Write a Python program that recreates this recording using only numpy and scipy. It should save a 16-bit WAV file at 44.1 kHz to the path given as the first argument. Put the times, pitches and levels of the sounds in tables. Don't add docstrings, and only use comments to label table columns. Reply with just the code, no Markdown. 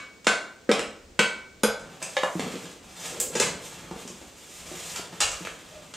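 import sys
import numpy as np
from scipy import signal
from scipy.fft import rfft, irfft, next_fast_len
from scipy.io import wavfile

SR = 44100
rng = np.random.default_rng(int(sys.argv[2]) if len(sys.argv) > 2 else 0)


def inscribe(sig):
    pcm = np.round(np.clip(np.atleast_2d(sig).T, -1, 1) * 32767)
    wavfile.write(sys.argv[1], SR, pcm.astype(np.int16))


N = 262817
LEAD = SR // 4
M = N + LEAD
TIME_S = (np.arange(M) - LEAD) / SR
FADE_S = 0.034


def from_db(db):
    return 10 ** (np.asarray(db) / 20)


def rms_one(x):
    return x / np.sqrt(np.mean(x ** 2) + 1e-20)


def sample_at(seconds):
    return np.round(np.array(seconds) * SR).astype(int) + LEAD


def at_hz(points, hz):
    table_hz, values = np.array(points).T
    return np.interp(np.log(np.maximum(hz, 1)), np.log(table_hz), values)


def in_time(rows):
    s, *columns = np.transpose(rows)
    return [np.interp(TIME_S, s, column) for column in columns]


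def coloured(spectrum, share=((1, 1), (2, 1))):
    size = next_fast_len(M)
    hz = np.arange(size // 2 + 1) * SR / size
    gain = from_db(at_hz(spectrum, hz)) * np.sin(np.pi / 2 * at_hz(share, hz)) ** 2
    return rms_one(irfft(rfft(rng.standard_normal(size)) * gain, size)[:M])


BAND_CENTRES = [200, 800, 2800, 8000]


def four_bands(spectrum):
    shares = [list(zip(BAND_CENTRES, share)) for share in np.eye(4)]
    return np.array([coloured(spectrum, share) for share in shares])


def by_band(level_db, colour, fall_db):
    away = np.arange(4) - colour[:, None]
    slope = np.where(away < 0, fall_db[0], fall_db[1])
    return level_db[:, None] - slope * np.abs(away)


def flicker(rate_hz, depth_db):
    r = np.exp(-2 * np.pi * rate_hz / SR)
    settle = 9000
    wander = signal.lfilter([1], [1, -2 * r, r * r], rng.standard_normal(M + settle))[settle:]
    return from_db(depth_db * rms_one(wander))


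def swells(rows):
    gain = np.zeros(M)
    for start, length, db in rows:
        to_edge = np.minimum(TIME_S - start, start + length - TIME_S)
        gain += from_db(db) * np.clip(to_edge / FADE_S, 0, 1) ** 2
    return gain


def ring(force, hz, t60):
    r, w = from_db(-60 / (max(t60, .001) * SR)), 2 * np.pi * hz / SR
    return signal.lfilter([0, np.sin(w)], [1, -2 * r * np.cos(w), r * r], force + 1e-18)


def struck(modes, times, strength_db, spread_db):
    at, out = sample_at(times), np.zeros(M)
    chance = rng.normal(0, 1, (len(at), len(modes), 2))
    for k, (hz, level_db, t60) in enumerate(modes):
        force = np.zeros(M)
        hit_db = strength_db + level_db + spread_db * chance[:, k, 1]
        force[at] = np.sign(chance[:, k, 0]) * from_db(hit_db)
        out += ring(force, hz, t60)
    return out


def cracks(noise, times, band_db, t60s, rise_s):
    out, t = np.zeros(M), np.arange(SR // 4) / SR
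    rises = np.broadcast_to(rise_s, len(times))
    for s, levels, t60, rise in zip(times, band_db, t60s, rises):
        i = round(s * SR) + LEAD
        shape = ((1 - np.exp(-t / rise)) * from_db(-60 * t / max(t60, .002)))[:M - i]
        bursts = shape * noise[:, i:i + len(shape)]
        even = np.linalg.norm(shape) / np.linalg.norm(bursts, axis=1)
        out[i:i + len(shape)] += (from_db(levels) * even) @ bursts
    return out


def dropped(noise, modes, events, fall_db):
    s, ring_db, crack_db, colour, t60, rise = np.transpose(events)
    rings = struck(modes, s, ring_db, spread_db=2.2)
    return np.array([rings, cracks(noise, s, by_band(crack_db, colour, fall_db), t60, rise)])


# (frequency [Hz], relative level [dB], t60 [s])
HOUSING_MODES = [
    [(215, -2, .22), (320, -10, .12), (385, -7, .15), (432, -5, .15), (455, -6, .2), (486, -2, .26),
     (510, -6, .15), (584, -8, .2)],
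    [(1287, -3, .45), (1933, -3, .2), (1610, -6, .25), (2160, -7, .25)],
    [(1422, -5, .55), (1469, -11, .55), (1521, -2, .5), (1536, 0, .56)],
    [(2250, 0, .55)],
    [(2517, 0, .33), (2823, -2, .28), (3020, -1, .28), (3105, -2, .25), (3295, -4, .22), (3630, -10, .55),
     (4168, -13, .5), (4438, -12, .4), (5430, -10, .28), (7430, -15, .4), (7850, -11, .22)],
    [(4883, -4, .36), (6196, -5, .22), (6783, -1, .22), (8893, -3, .22), (9647, 0, .16), (10480, -8, .18),
     (11350, -8, .2), (12140, -13, .16)],
]
UPPER_FRAME_MODES = HOUSING_MODES[0][2:]
# (time [s], ring [dB], dullness [about 0-1], walls [dB], rib [dB], punch [dB],
# crack [dB], crack colour [0 lows - 3 top], crack t60 [s])
MALLET_BLOWS = [(-.170, -30, -.1, -36, -25, -50, -5.5, 2.14, 0.02),
                (0.2685, -24.5, 0.0, -49, -34, -63, -1.5, 1.93, .013),
                (0.6916, -16, 1.03, -25, -65, -58, -20, .8, 0.044),
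                (1.1914, -20.5, 0.16, -27.5, -21.5, -59, -6, 2.05, 0.018),
                (1.6339, -17, 0.52, -34, -38.5, -26, -8, 1.46, 0.019)]
# (frame [dB], fin [dB], flanges [dB])
SQUARE_BLOW, DULL_BLOW = [0, 0, -5], [0, -17.5, -29]
# (start [s], length [s], level [dB])
DRAGS = [(2.56, 0.25, -56), (3.09, 0.33, -41), (3.34, 0.334, -49)]


def housing(noise):
    s, ring_db, dullness, walls, rib, punch, crack_db, colour, crack_t60 = np.transpose(MALLET_BLOWS)
    frame, fin, flanges = (ring_db + square + dullness * (dull - square)
                           for square, dull in zip(SQUARE_BLOW, DULL_BLOW))
    part_levels = [frame, walls, fin, rib, flanges, punch]
    rings = sum(struck(modes, s, db, spread_db=1.15) for modes, db in zip(HOUSING_MODES, part_levels))
    rough = rng.standard_normal(M)
    hum = rms_one(sum(from_db(db) * ring(rough, hz, t60) for hz, db, t60 in UPPER_FRAME_MODES))
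    rings += swells(DRAGS) * hum
    crack_levels = by_band(crack_db, colour, fall_db=(8, 8))
    return np.array([rings, cracks(noise, s, crack_levels, crack_t60, rise_s=0.0014)])


# (time [s], ring [dB], crack [dB], crack colour [0-3], crack t60 [s], rise [s])
FRAME_BUMPS = [(0.714, -25, -9.5, 1.7, 0.021, 0.0016), (0.793, -53, -10.5, 1.7, 0.0092, 0.0011),
               (3.351, -26, -21.5, 2.53, 0.084, 0.0044), (3.398, -21.5, -13.5, 3, 0.04, 0.0017),
               (3.417, -35, -17.5, 2.05, 0.059, 0.0056)]


def bumps(noise):
    return dropped(noise, UPPER_FRAME_MODES, FRAME_BUMPS, fall_db=(6, 6.5))


# (frequency [Hz], relative level [dB], t60 [s])
MALLET_MODES = [(523, -1, .22), (585, -4, .22), (813, -7, .15), (1061, -7, .1), (1700, -6, .17),
                (1720, -5, .2), (2853, -10, .15), (3763, -16, .15)]
# (time [s], ring [dB], crack [dB], crack colour [0-3], crack t60 [s], rise [s])
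MALLET_LANDINGS = [(2.1674, -21, -6, 1.8, 0.0093, 0.0012), (2.2335, -22, -8.5, 1.38, 0.011, 0.00075)]


def laid_mallet(noise):
    return dropped(noise, MALLET_MODES, MALLET_LANDINGS, fall_db=(12, 11.5))


# (frequency [Hz], relative level [dB], t60 [s])
TOOL_MODES = [(830, -2, .12), (1776, -12, .2), (2768, -6, .3), (2803, -3, .33), (2850, -8, .25),
              (3110, -8, .12), (4050, -6, .15), (4544, -12, .25), (5701, -10, .18), (6874, -12, .25),
              (7494, -6, .28), (8306, -13, .22)]
# (time [s], ring [dB], crack [dB], crack colour [0-3], crack t60 [s], rise [s])
TOOL_KNOCKS = [(5.203, -51, -16, 2.64, 0.085, 0.0015), (5.213, -26, -13, 2, 0.005, 0.0012),
               (5.221, -29, -12, 1.8, .013, 0.0014), (5.234, -28, -31, 1.5, 0.008, 0.00088),
               (5.316, -52, -22.5, 3, 0.015, 0.00097)]


def clatter(noise):
    return dropped(noise, TOOL_MODES, TOOL_KNOCKS, fall_db=(11, 8.5))


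# (time [s], level [dB], colour [band, 0 lows - 3 top], t60 [s])
SMALL_KNOCKS = [(0.245, -37, 2.5, 0.031), (1.795, -43.5, 2.6, .033), (2.018, -33.5, 1.3, 0.053),
                (2.026, -24.5, 2.96, 0.018), (2.395, -20.5, 1.5, 0.016), (2.555, -30, 1.5, 0.014),
                (2.655, -36, 2, 0.014), (3.912, -31, 0.99, 0.016), (4.076, -26.5, 3.9, .025),
                (4.215, -37.5, 0.27, 0.025), (4.96, -24.5, 2.52, 0.02), (5.126, -37, 1.44, 0.018),
                (5.331, -30.5, 2, 0.017), (5.45, -28, 1.77, 0.022), (5.47, -30.5, 1.6, 0.019),
                (5.938, -33, 2.38, 0.036)]


def knocks(noise):
    s, db, colour, t60 = np.transpose(SMALL_KNOCKS)
    return cracks(noise, s, by_band(db, colour, fall_db=(8.5, 7)), t60, rise_s=0.00041)


# (time [s], level [dB], pitch [Hz])
SOFT_THUMPS = [(2.354, -22, 191), (2.395, -23, 265), (2.465, -26.5, 237), (2.54, -28.5, 226),
               (2.556, -29.5, 298), (2.641, -37, 178), (3.359, -24.5, 219), (3.399, -26.5, 227),
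               (3.604, -49, 200), (3.912, -29.5, 211), (3.961, -35.5, 269), (4.052, -33.5, 248),
               (4.101, -34.5, 219), (4.127, -41, 240), (4.715, -31, 357), (4.74, -34.5, 365),
               (4.995, -28.5, 412), (5.13, -37, 420), (5.407, -33, 188), (5.47, -31, 386),
               (5.472, -22, 1380)]
CYCLES_TO_60_DB, OVERTONE_RATIO, OVERTONE_DB = 13.5, 1.65, -2


def thumps():
    out, t = np.zeros(M), np.arange(SR // 4) / SR
    for s, db, hz in SOFT_THUMPS:
        i = round(s * SR) + LEAD
        wave = np.sin(2 * np.pi * hz * t)
        wave += from_db(OVERTONE_DB) * np.sin(2 * np.pi * OVERTONE_RATIO * hz * t)
        out[i:i + len(t)] += from_db(db - 60 * t * hz / CYCLES_TO_60_DB) * wave
    return out


SNAP_S, SNAP_ECHO_S = 3.2011, 0.0037
SNAP_DB, EDGE_DB = -7.5, -7.5
SNAP_HZ, SNAP_T60_S = 7730, .002


def snap():
    clicks = np.zeros(M)
    clicks[sample_at([SNAP_S, SNAP_S + SNAP_ECHO_S])] = from_db(SNAP_DB)
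    edges = np.diff(clicks, n=2, prepend=[0, 0])
    return ring(clicks, SNAP_HZ, SNAP_T60_S) + from_db(EDGE_DB) * edges


# (time [s], level [dB], tilt [dB per band toward the top])
MOVEMENTS = [(1.75, -60.5, -8), (2.07, -56, 1.5), (2.3, -74.5, 12), (2.42, -47, -3), (2.69, -59.5, 2),
             (2.78, -64, -2), (2.95, -58.5, 1.3), (3.04, -47, 3), (3.27, -59.5, -2), (3.4, -42, -0.5),
             (3.56, -57, -4.5), (3.65, -54.5, 3), (3.84, -55, -3), (4.0, -58, 1), (4.35, -63.5, 1.7),
             (4.54, -57, 4.5), (4.63, -55, 0.5), (4.73, -51.5, 2), (4.8, -53, 3), (4.93, -46, 3.5),
             (5.06, -59.5, -2), (5.24, -59, .3), (5.38, -54, 1), (5.55, -59.5, 0.5), (5.77, -56, -1.5),
             (5.96, -65.5, 1.5)]
# (frequency [Hz], relative density [dB per Hz])
CLOTH_COLOUR = [(40, -54), (100, 13), (200, -0.5), (480, 0.5), (900, -5.5), (2000, 1.5), (4000, 2),
                (5500, 1.5), (7500, 2), (9000, -2), (11000, -14), (14000, -11), (16500, -67)]


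def cloth():
    level_db, tilt_db = in_time(MOVEMENTS)
    fade_in = np.clip((TIME_S - MOVEMENTS[0][0]) * 10, 0, 1)
    gains = from_db(level_db + tilt_db * (np.arange(4)[:, None] - 1.5))
    rustle = np.sum(four_bands(CLOTH_COLOUR) * gains, axis=0)
    return fade_in * flicker(30.0, depth_db=2.5) * rustle


TONE_SWELLS = [(5.7, .17, -51.5)]   # (start [s], length [s], level [dB])


def tone():
    return swells(TONE_SWELLS) * rms_one(ring(rng.standard_normal(M), hz=615, t60=0.14))


# (frequency [Hz], t60 [s])
GARAGE_T60 = [(100, 0.2), (300, 0.63), (1000, 0.49), (3000, 0.43), (7000, 0.41), (12000, 0.31),
              (16000, 0.22)]
# (frequency [Hz], side minus mid [dB])
SIDE_LEVELS = [(60, -24), (125, -26), (250, -22), (600, -15.5), (1200, -16), (2500, -14), (5000, -22),
               (8000, -15), (11000, -28), (15000, -53)]
ECHO_RISE_S = 0.00067


def garage(x):
    size, t = next_fast_len(M + SR), np.arange(SR) / SR
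    white, echo = rng.standard_normal((2, 2, SR)), np.zeros((2, SR))
    for k, hz in enumerate(63 * 2 ** np.arange(0, 8.1, .5)):
        edges = [hz / 2 ** .25, hz * 2 ** .25]
        sos = signal.butter(2, edges, "band", fs=SR, output="sos")
        decay = from_db(-60 * t / at_hz(GARAGE_T60, hz)) * (1 - np.exp(-t / ECHO_RISE_S))
        band = signal.sosfilt(sos, white[k % 2]) * decay
        band *= np.sqrt(hz) / np.linalg.norm(band, axis=1, keepdims=True)
        echo += band * from_db([[0], [at_hz(SIDE_LEVELS, hz) + 3.8]])
    echo /= np.linalg.norm(echo[0])
    mid, side = irfft(rfft(x, size) * rfft(echo, size), size)[:, :M]
    return np.array([mid + side, mid - side])


# (time [s], level before rise and decay [dB], t60 [s])
SLAB_SHAKES = [(.27, -70, 0.23), (.78, -59, 0.87), (1.634, -53, 0.73), (2.35, -55, 0.86), (3.08, -60, 0.49),
               (3.35, -58, .8), (3.91, -49, .4), (4.66, -60, 0.78), (5.22, -40.5, 0.68)]
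SLAB_BED_DB, SLAB_WANDER_DB, SLAB_RISE_S = -66.5, 4.5, 0.024


def slab():
    gain = from_db(SLAB_BED_DB) * flicker(2.5, SLAB_WANDER_DB)
    for s, db, t60 in SLAB_SHAKES:
        after = np.maximum(TIME_S - s, 0)
        gain = gain + (1 - np.exp(-after / SLAB_RISE_S)) * from_db(db - 60 * after / max(t60, .05))
    return gain * coloured([(15, -37), (30, -7), (50, -7.0), (80, -4.5), (160, -33), (20000, -120)])


# (frequency [Hz], relative density [dB per Hz])
AIR_COLOUR = [(20, -34), (50, -6), (100, -4), (200, 0), (480, -2.5), (900, -12.5), (2000, -14), (5500, -16),
              (7500, -15.5), (9000, -22.5), (11000, -35), (16500, -26)]


def air():
    side_colour = [(hz, db + at_hz(SIDE_LEVELS, hz)) for hz, db in AIR_COLOUR]
    mid = coloured(AIR_COLOUR)
    side = from_db(-7.0) * coloured(side_colour) * np.array([[1], [-1]])
    return from_db(-54.5) * (mid + side)


# (frequency [Hz], relative density [dB per Hz])
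CONTACT_COLOUR = [(40, -27), (100, 12.5), (200, 9.5), (480, 24), (900, 19), (2000, 0.5), (4000, -3),
                  (5500, -5.5), (7500, -5), (9000, -12.5), (11000, -25.5), (14000, -33.5), (16500, -42)]
ROOM_DB = [-13, 3, 4.5, -4, 5]
LOW_CUT_HZ = 143.4


def scene():
    noise = four_bands(CONTACT_COLOUR)
    rings, contacts = housing(noise) + bumps(noise) + laid_mallet(noise) + clatter(noise)
    sources = np.array([rings + tone(), contacts + cloth(), knocks(noise), thumps(), snap()])
    near = sources.sum(axis=0) + garage(from_db(ROOM_DB) @ sources)
    near = signal.sosfilt(signal.butter(4, LOW_CUT_HZ, "high", fs=SR, output="sos"), near)
    return (near + air() + slab())[:, LEAD:]


RIGHT_LIFT_HZ, RIGHT_LIFT_DB = 8850, -24
CUTOFF_HZ = 16700


def record(dry):
    bright = signal.lfilter(*signal.iirpeak(RIGHT_LIFT_HZ, 2, fs=SR), dry.mean(axis=0))
    dry = dry + from_db(RIGHT_LIFT_DB) * bright * np.array([[-1], [1]])
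    return signal.sosfilt(signal.cheby2(12, 70, CUTOFF_HZ, fs=SR, output="sos"), dry)


dry = scene()
out = record(dry)
inscribe(out)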